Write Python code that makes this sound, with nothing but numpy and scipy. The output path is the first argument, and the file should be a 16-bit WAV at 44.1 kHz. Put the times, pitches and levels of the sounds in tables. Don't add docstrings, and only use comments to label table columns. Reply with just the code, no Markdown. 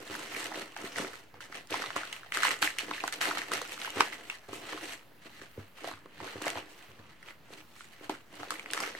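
import sys
import numpy as np
from scipy import signal
from scipy.io import wavfile

SR = 44100
rng = np.random.default_rng(int(sys.argv[2]) if len(sys.argv) > 2 else 0)


def invert_db(level):
    return 10 ** (np.asarray(level, dtype=float) / 20)


def dump_mix(stems):
    frames = np.atleast_2d(stems).T
    limited = np.clip(frames, -1, 1)
    pcm = np.round(limited * 32767).astype(np.int16)
    wavfile.write(sys.argv[1], SR, pcm)


N = 396459
LAG_S = .00015


def rms_one(x):
    return x / np.sqrt(np.mean(x ** 2) + 1e-20)


def peak_one(x):
    return x / (np.max(np.abs(x), axis=-1, keepdims=True) + 1e-20)


def at_hz(points, hz):
    points_hz, values = np.transpose(points)
    return np.interp(np.log(hz), np.log(points_hz), values)


def band(x, low_hz, high_hz):
    return signal.sosfilt(signal.butter(2, [low_hz, high_hz], "band", fs=SR, output="sos"), x)


def high_pass(x, hz):
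    return signal.sosfilt(signal.butter(3, hz, "high", fs=SR, output="sos"), x)


def drift(rate_hz):
    pole = np.exp(-40 * np.pi * rate_hz / SR)
    white = rng.standard_normal(N // 20 + 2002)
    slow = signal.lfilter([1], [1, -2 * pole, pole * pole], white)[2000:]
    return np.interp(np.arange(N) / 20, np.arange(len(slow)), rms_one(slow))


def ring(x, hz, t60_s):
    radius, angle = invert_db(-60 / (t60_s * SR)), 2 * np.pi * hz / SR
    return signal.lfilter([0, np.sin(angle)], [1, -2 * radius * np.cos(angle), radius ** 2], x + 1e-18)


def alike_noise(white, hz):
    # frequency in Hz, left-right likeness (1 = same).
    likeness = [(60, 0.6), (180, 0.77), (550, 0.62), (1650, 0.48), (4970, 0.54), (15000, -0.0)]
    alike = np.clip(at_hz(likeness, hz), 0, 1)
    common = np.sqrt(.5 + alike / 2) * white[0]
    opposed = np.sqrt(.5 - alike / 2) * white[1] * [[1], [-1]]
    return common + opposed


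def hush(patchy_db):
    # frequency in Hz, relative density in dB per Hz.
    hush_spectrum = [(18, -29), (30, -13), (55, -13.5), (118, -6), (145, -8.5), (295, -11), (473, -14.5),
                     (760, -16), (988, -15.5), (2120, -17.5), (8980, -37.5), (14800, -27.5), (16000, -26)]
    white, out = rng.standard_normal((2, 2, N)), 0
    edges_hz = 32 * 2 ** np.arange(0, 9.2, .6)
    for k, (low, high) in enumerate(zip(edges_hz, edges_hz[1:])):
        hz = np.sqrt(low * high)
        gain = invert_db(at_hz(hush_spectrum, hz) + patchy_db * drift(5.5))
        out = out + gain * band(alike_noise(white[k % 2], hz), low, high)
    return invert_db(-60.5) * rms_one(out)


def bedroom(x):
    t60_s, tail_db, wall_cut_hz = .12, -12, 9300
    t = np.arange(int(.25 * SR)) / SR
    echoes = rng.standard_normal((3, len(t))) * invert_db(-60 * t / t60_s) * (t > .003)
    tail = band(echoes[0], 86, 650) + band(echoes[1:], 600, wall_cut_hz)
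    tail = tail / np.sqrt(np.sum(tail ** 2, axis=1, keepdims=True))
    return invert_db(tail_db) * signal.fftconvolve(x, tail, axes=1)[:, :N]


def thuds(contact_hz):
    # start in seconds, contact click level in dB before the low-pass.
    landings = [(0.099, -42.5), (0.326, -52), (0.972, -48), (1.335, -49), (1.717, -46), (1.958, -50),
                (3.525, -51), (3.963, -41.5), (4.488, -46), (5.406, -52), (5.58, -32.5), (5.933, -47),
                (6.212, -42.5), (6.356, -39.5), (6.56, -41.5), (6.887, -50), (6.993, -45.5), (7.091, -56),
                (8.405, -47)]
    # frequency in Hz, gain in dB, t60 in seconds.
    bed_modes = [(99.5, -5.5, 0.17), (136, -9.5, 0.085), (208, -7, .08)]
    clicks = np.zeros(N)
    clicks[[round(s * SR) for s, db in landings]] = invert_db(np.array(landings)[:, 1])
    soft = signal.lfilter(*signal.butter(2, contact_hz, fs=SR), clicks)
    return sum(invert_db(db) * ring(soft, hz, t60_s) for hz, db, t60_s in bed_modes)


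def hollow(push):
    # frequency in Hz, relative gain in dB, t60 in seconds.
    bag_modes = [(315, -15, 0.049), (388.4, 3.5, 0.028), (504, 0, 0.02)]
    rung = sum(invert_db(db) * ring(push, hz, t60_s) for hz, db, t60_s in bag_modes)
    return peak_one(high_pass(rung, 190))


def knocks(contact_s):
    # start in seconds, peak in dB.
    drops = [(0.098, -35), (0.366, -38), (0.573, -34), (0.84, -32), (0.997, -26), (1.045, -33),
             (1.499, -45), (1.718, -31), (1.797, -36), (1.96, -31), (2.371, -37), (2.48, -36), (2.624, -33),
             (2.831, -40), (2.909, -34), (3.035, -36), (3.283, -33), (3.532, -31), (3.969, -29),
             (4.003, -28), (4.485, -42), (4.529, -33), (4.744, -35), (5.256, -43), (5.417, -43),
             (5.577, -35), (5.842, -31), (6.056, -42), (6.211, -39), (6.355, -32), (6.419, -34),
             (7.504, -43), (8.01, -43), (8.094, -27), (8.474, -40), (8.949, -40)]
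    size = int(.06 * SR)
    out, t = np.zeros(N + size), np.arange(size) / SR
    contacts = rng.standard_normal((len(drops), size)) * t * np.exp(-t / contact_s)
    for (s, peak_db), sound in zip(drops, hollow(contacts)):
        out[round(s * SR):][:size] += invert_db(peak_db) * sound
    return out[:N]


def ticks(tick_s):
    # start in seconds, peak in dB of the louder side.
    film_ticks = [(0.1266, -37), (0.1531, -35), (0.192, -35), (0.4419, -27), (0.4663, -34), (0.5621, -37),
                  (0.596, -32), (0.6195, -39), (0.7612, -45), (0.7736, -37), (0.8155, -35), (0.9677, -32),
                  (0.9832, -27), (1.037, -36), (1.4067, -44), (1.5569, -37), (1.6716, -41), (1.7065, -30),
                  (1.9629, -33), (2.1271, -29), (2.3216, -35), (2.3406, -29), (2.3715, -24), (2.4319, -23),
                  (2.6254, -18), (2.7851, -21), (3.0375, -35), (3.0769, -24), (3.1243, -25), (3.2131, -29),
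                  (3.3827, -27), (3.5174, -27), (3.5359, -20), (3.6167, -28), (3.676, -36), (3.7194, -32),
                  (3.8152, -31), (3.8347, -34), (3.903, -30), (4.0068, -19), (4.0557, -34), (4.2991, -33),
                  (4.4872, -45), (5.8745, -36), (6.2437, -39), (6.4203, -29), (6.4797, -25), (6.5016, -25),
                  (7.2275, -49), (8.095, -35), (8.3539, -39), (8.5056, -23), (8.5949, -37), (8.7111, -32),
                  (8.734, -19), (8.8029, -24)]
    size = int(.02 * SR)
    out, t = np.zeros((2, N + size)), np.arange(size) / SR
    noise = rng.standard_normal((len(film_ticks), 3, size))
    sides = noise[:, :1] / 2 + noise[:, 1:]
    spits = band(sides * t * np.exp(-t / tick_s), 3200, 9500)
    for (s, peak_db), spit in zip(film_ticks, spits):
        out[:, round(s * SR):][:, :size] += invert_db(peak_db) * spit / np.max(np.abs(spit))
    return out[:, :N]


def strokes(rows, t, peaks_db):
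    s, swell_s, fade_s = (np.array(rows)[:, k, None] for k in range(3))
    away = np.maximum((s - t) / swell_s, (t - s) / fade_s)
    stroke_db = peaks_db[:, None] - 20 * away
    return 10 * np.log10(np.sum(invert_db(2 * stroke_db), axis=0) + 1e-10)


def handling():
    # firmest grip in seconds, seconds to swell 20 dB,
    # seconds to fade 20 dB, rustle level in dB, crisp film level in dB against the rustle.
    squeezes = np.array([(0.152, 0.26, 0.5, -42.0, -10.5), (0.416, 0.5, 0.255, -37.0, -11.0),
                         (0.573, 0.116, 0.175, -38.0, -14.0), (0.764, 0.007, 0.254, -43.0, -12.5),
                         (0.852, 0.076, 0.221, -41.5, -11.0), (0.983, 0.054, 0.167, -32.5, -12.5),
                         (1.173, 0.434, 0.07, -49.5, -8.0), (1.344, 0.007, 0.109, -53.5, -19.5),
                         (1.409, 0.007, 0.099, -42.0, -12.0), (1.559, 0.081, 0.091, -39.5, -14.5),
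                         (1.73, 0.04, 0.398, -31.5, -13.0), (1.962, 0.007, 0.171, -31.5, -15.5),
                         (2.131, 0.007, 0.101, -37.5, -13.0), (2.27, 0.087, 0.038, -48.5, -25.5),
                         (2.345, 0.025, 0.25, -31.5, -11.5), (2.444, 0.047, 0.105, -23.0, -14.5),
                         (2.518, 0.093, 0.072, -30.5, -10.5), (2.622, 0.007, 0.09, -21, -10.5),
                         (2.787, 0.007, 0.11, -35.0, -10.0), (2.96, 0.308, 0.106, -40.0, -12.0),
                         (3.086, 0.106, 0.046, -36.5, -11.5), (3.128, 0.007, 0.091, -35.0, -10.5),
                         (3.212, 0.007, 0.218, -25.5, -11.0), (3.304, 0.5, 0.5, -42.0, -14.0),
                         (3.375, 0.007, 0.087, -33.0, -13.0), (3.48, 0.05, 0.05, -42, -12.5),
                         (3.523, 0.012, 0.16, -28.5, -13.0), (3.738, 0.14, 0.05, -40.0, -8.0),
                         (3.846, 0.149, 0.192, -36.5, -11.0), (4.008, 0.073, 0.101, -28.0, -13.5),
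                         (4.131, 0.04, 0.166, -40.5, -14.5), (4.303, 0.007, 0.042, -39.5, -14.5),
                         (4.355, 0.5, 0.052, -48.5, -9.0), (4.489, 0.007, 0.103, -46.5, -12.5),
                         (4.536, 0.032, 0.146, -43.5, -5.0), (4.71, 0.136, 0.269, -39.0, -14.5),
                         (4.92, 0.472, 0.09, -41.5, -8.0), (5.228, 0.03, 0.305, -51.5, -13.5),
                         (5.258, 0.01, 0.04, -50, -16.5), (5.354, 0.074, 0.384, -50.5, -11.5),
                         (5.42, 0.01, 0.05, -48, -14.5), (5.597, 0.04, 0.109, -49.5, -15.5),
                         (5.776, 0.031, 0.193, -50.0, -10.5), (5.88, 0.09, 0.112, -39.5, -12.5),
                         (6.246, 0.129, 0.399, -40.5, -15.0), (6.419, 0.007, 0.04, -35.0, -10.5),
                         (6.48, 0.124, 0.147, -34.5, -13.0), (6.573, 0.048, 0.069, -36.0, -17.5),
                         (6.7, 0.034, 0.14, -54.5, -4.5), (6.789, 0.165, 0.392, -52.5, -10.5),
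                         (7.0, 0.015, 0.05, -53, -17.5), (7.098, 0.07, 0.102, -53.0, -14.0),
                         (7.288, 0.102, 0.082, -47.0, -14.0), (7.533, 0.085, 0.065, -48.0, -10.0),
                         (7.588, 0.07, 0.061, -49.5, -9.5), (7.806, 0.162, 0.171, -52.5, -6.0),
                         (7.926, 0.102, 0.174, -53.5, -11.0), (8.045, 0.09, 0.07, -47, -12.5),
                         (8.099, 0.008, 0.11, -39, -14.5), (8.336, 0.04, 0.267, -49.5, -10.0),
                         (8.401, 0.035, 0.404, -45.0, -14.0), (8.509, 0.007, 0.063, -37.0, -5.5),
                         (8.628, 0.317, 0.047, -48.5, -10.5), (8.738, 0.038, 0.277, -36.5, -10.5),
                         (8.863, 0.209, 0.083, -34.5, -13.5), (8.988, 0.07, 0.033, -44.0, -10.5)])
    # firmest push in seconds, seconds to swell 20 dB,
    # seconds to fade 20 dB, thrum level in dB.
    shoves = np.array([(0, 0.327, 0.1, -42.0), (0.106, 0.007, 0.5, -44.0), (0.576, 0.5, 0.142, -42.0),
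                       (0.798, 0.045, 0.358, -44.5), (0.992, 0.043, 0.173, -36.5),
                       (1.347, 0.032, 0.143, -55.0), (1.571, 0.176, 0.122, -53.5),
                       (1.706, 0.007, 0.413, -41.0), (1.962, 0.007, 0.105, -41.0),
                       (2.38, 0.057, 0.159, -45.0), (2.513, 0.082, 0.066, -40.5),
                       (2.57, 0.297, 0.061, -56.0), (2.62, 0.007, 0.094, -38.0),
                       (2.828, 0.007, 0.119, -49.5), (2.906, 0.166, 0.09, -44.0),
                       (3.041, 0.03, 0.025, -46.0), (3.086, 0.074, 0.026, -49.0),
                       (3.282, 0.192, 0.252, -39.5), (3.521, 0.06, 0.168, -38.5),
                       (3.994, 0.056, 0.085, -34.0), (3.998, 0.498, 0.133, -45.5),
                       (4.226, 0.429, 0.205, -52.0), (4.489, 0.007, 0.477, -45.0),
                       (4.761, 0.139, 0.037, -45.0), (4.835, 0.103, 0.173, -45.5),
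                       (5.269, 0.066, 0.073, -56.5), (5.436, 0.061, 0.07, -56.5),
                       (5.592, 0.027, 0.057, -43.5), (5.854, 0.074, 0.155, -44.0),
                       (6.062, 0.03, 0.246, -57.5), (6.225, 0.039, 0.121, -41.0),
                       (6.361, 0.007, 0.031, -39.5), (6.466, 0.214, 0.268, -43.0),
                       (6.584, 0.072, 0.049, -42.0), (6.935, 0.5, 0.029, -58.5),
                       (7.001, 0.047, 0.071, -53.5), (7.087, 0.027, 0.105, -59.0),
                       (7.298, 0.126, 0.061, -56.0), (7.531, 0.069, 0.135, -51.5), (8.035, 0.04, 0.08, -49),
                       (8.099, 0.008, 0.1, -42.5), (8.341, 0.029, 0.05, -48.5), (8.429, 0.089, 0.03, -43.0),
                       (8.523, 0.08, 0.046, -43.5), (8.617, 0.034, 0.026, -51.0),
                       (8.848, 0.479, 0.212, -45.5)])
    s = np.arange(0, N / SR + .002, .002)
    rustle_db, crisp_db = squeezes.T[3:]
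    thrum = strokes(shoves, s, shoves[:, -1])
    return s, thrum, strokes(squeezes, s, rustle_db), strokes(squeezes, s, rustle_db + crisp_db)


def small_snaps():
    # lowest in Hz, highest in Hz.
    low_hz, high_hz = (800, 2800)
    count, over_db, spread_db = 50, 6.5, 2.5
    s, _, rustle_db, _ = handling()
    when, pitch, chance = rng.random((count, 3)).T
    when = when * N / SR
    peak_db = np.interp(when, s, rustle_db) + over_db - spread_db * np.log(chance + .05)
    hz = low_hz * (high_hz / low_hz) ** pitch
    return list(zip(when, peak_db, hz))


def snaps(burst_s, cycles, crunch, knock_db):
    # start in seconds, crease peak in dB before panning, ring in Hz.
    loud_snaps = [(0.151, -27, 1770), (0.347, -29, 2230), (0.364, -27, 2200), (0.517, -30, 770),
                  (0.766, -33, 2160), (0.959, -27, 2140), (0.983, -21, 1510), (1.047, -27, 1790),
                  (1.341, -43, 821), (1.405, -33, 1440), (1.525, -32, 1880), (1.703, -30, 2960),
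                  (1.725, -24, 3040), (1.741, -20, 1130), (1.839, -27, 1190), (1.904, -24, 1320),
                  (1.963, -20, 1050), (2.033, -26, 1430), (2.127, -26, 2770), (2.232, -36, 1630),
                  (2.321, -21, 2370), (2.371, -16, 1660), (2.432, -13, 1640), (2.481, -18, 2430),
                  (2.507, -19, 2050), (2.626, -12, 1650), (2.674, -17, 2090), (2.785, -19, 2320),
                  (2.911, -21, 1170), (2.936, -25, 2850), (3.005, -25, 2440), (3.038, -21, 842),
                  (3.078, -23, 1650), (3.125, -25, 1920), (3.212, -19, 1570), (3.31, -22, 1200),
                  (3.372, -25, 980), (3.417, -23, 1990), (3.517, -21, 1350), (3.615, -24, 1300),
                  (3.719, -33, 2400), (3.815, -27, 2750), (3.847, -25, 1610), (3.904, -28, 2700),
                  (3.972, -27, 1610), (4.006, -6, 1320), (4.075, -27, 1190), (4.127, -29, 2240),
                  (4.299, -23, 2510), (4.491, -38, 708), (4.531, -34, 1150), (4.731, -31, 1040),
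                  (5.415, -38, 1770), (5.843, -27, 791), (5.874, -30, 703), (5.913, -31, 1160),
                  (5.937, -35, 1390), (6.058, -41, 1130), (6.202, -32, 880), (6.243, -31, 703),
                  (6.416, -29, 1460), (6.466, -21, 703), (6.48, -20, 1110), (6.555, -30, 770),
                  (6.573, -26, 950), (7.228, -39, 1840), (7.285, -33, 2470), (7.807, -35, 1430),
                  (8.095, -23, 867), (8.431, -26, 937), (8.506, -20, 1650), (8.555, -33, 2130),
                  (8.595, -29, 2410), (8.659, -30, 2090), (8.703, -29, 2970), (8.734, -21, 2450),
                  (8.775, -21, 1680), (8.803, -22, 1170), (8.835, -23, 2100), (8.95, -30, 2010)]
    pan_spread_db = 1.5
    size, rows = int(.06 * SR), loud_snaps + small_snaps()
    out, t = np.zeros((2, N + size + 40)), np.arange(size) / SR
    noise = rng.standard_normal((len(rows), size))
    lag, pan = rng.standard_normal((2, len(rows)))
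    bursts = noise * t * np.exp(-t / burst_s)
    crunches, hollows = peak_one(band(bursts, 1120, 4400)), hollow(bursts)
    for k, (s, peak_db, hz) in enumerate(rows):
        rung = peak_one(band(ring(bursts[k], hz, cycles / hz), hz / 1.4, hz * 1.8))
        crease = peak_one(rung + crunch * crunches[k]) + invert_db(knock_db) * hollows[k]
        for side in range(2):
            lag_s = (side - .5) * np.tanh(lag[k]) * LAG_S
            pan_db = (side - .5) * pan_spread_db * pan[k]
            i = max(round((s + lag_s) * SR), 0)
            out[side, i:i + size] += crease * invert_db(peak_db + pan_db)
    return out[:, :N]


def rustle(per_s, size_db, colour_db, clump_db, rub, patchy_db):
    # frequency in Hz, relative density in dB per Hz.
    rustle_spectrum = [(41, -50), (70, -22.5), (199, -14.5), (351, -2.5), (483, -2), (853, 1), (1930, 9.5),
                       (3490, 0), (4090, -7), (8090, -16.5), (9700, -31), (13000, -6), (14900, -37),
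                       (16000, -45)]
    # low edge in Hz, high edge in Hz.
    control_hz = [(180, 600), (800, 4000), (5000, 14500)]
    s, *controls_db = handling()
    t, clump = np.arange(N) / SR, drift(45)

    at = np.flatnonzero(rng.random(N) < per_s * invert_db(clump_db * clump) / SR)
    heights = invert_db(size_db * np.minimum(rng.exponential(1, len(at)), 3.5))
    heights = heights * rng.choice([-1, 1], len(at))
    lag = np.round(LAG_S * SR * rng.standard_normal(len(at))).astype(int)
    late = np.clip(at + lag, 0, N - 1)
    white, tints = rng.standard_normal((2, 2, N)), rng.standard_normal(N + 16)
    uneven = invert_db(clump_db / 2 * clump)

    centres_hz = np.sqrt(np.prod(control_hz, axis=1))
    spread_db = 10 * np.log10(SR / 2 / np.diff(control_hz)) - at_hz(rustle_spectrum, centres_hz)[:, None]
    edges_hz, out = 70 * 2 ** np.arange(0, 8.1, .5), 0
    for k, (low, high) in enumerate(zip(edges_hz, edges_hz[1:])):
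        hz, clicks = np.sqrt(low * high), np.zeros((2, N))
        clicks[0, at] = clicks[1, late] = heights * invert_db(colour_db * tints[at + k])
        rubbing = alike_noise(white[k % 2], hz) * uneven
        both = np.sqrt(1 - rub) * rms_one(clicks) + np.sqrt(rub) * rubbing
        weights = [np.interp(np.log(hz), np.log(centres_hz), one) for one in np.eye(len(centres_hz))]
        level_db = np.dot(weights, controls_db + spread_db) + patchy_db * np.interp(s, t, drift(7.3))
        gain = invert_db(at_hz(rustle_spectrum, hz) + level_db)
        out = out + np.interp(t, s, gain) * band(both, low, high)
    return out


def scene():
    right = invert_db([[0], [1.2]])
    murmur = hush(patchy_db=2.2) * right
    low_thuds = thuds(contact_hz=300)
    items = knocks(contact_s=.001)
    creases = snaps(burst_s=.0007, cycles=6.0, crunch=.55, knock_db=-28) + ticks(tick_s=.0008)
    cloth = rustle(per_s=1100, size_db=5.0, colour_db=3.7, clump_db=2.8, rub=.26, patchy_db=1.0)
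    near = high_pass((cloth + creases + items) * right + low_thuds, 75)
    return near + bedroom(near) + murmur


def low_pass(x):
    return signal.sosfilt(signal.butter(12, 16480, fs=SR, output="sos"), x)


def record(dry):
    mix = dry - .0011
    return low_pass(mix)


dry = scene()
out = record(dry)
dump_mix(out)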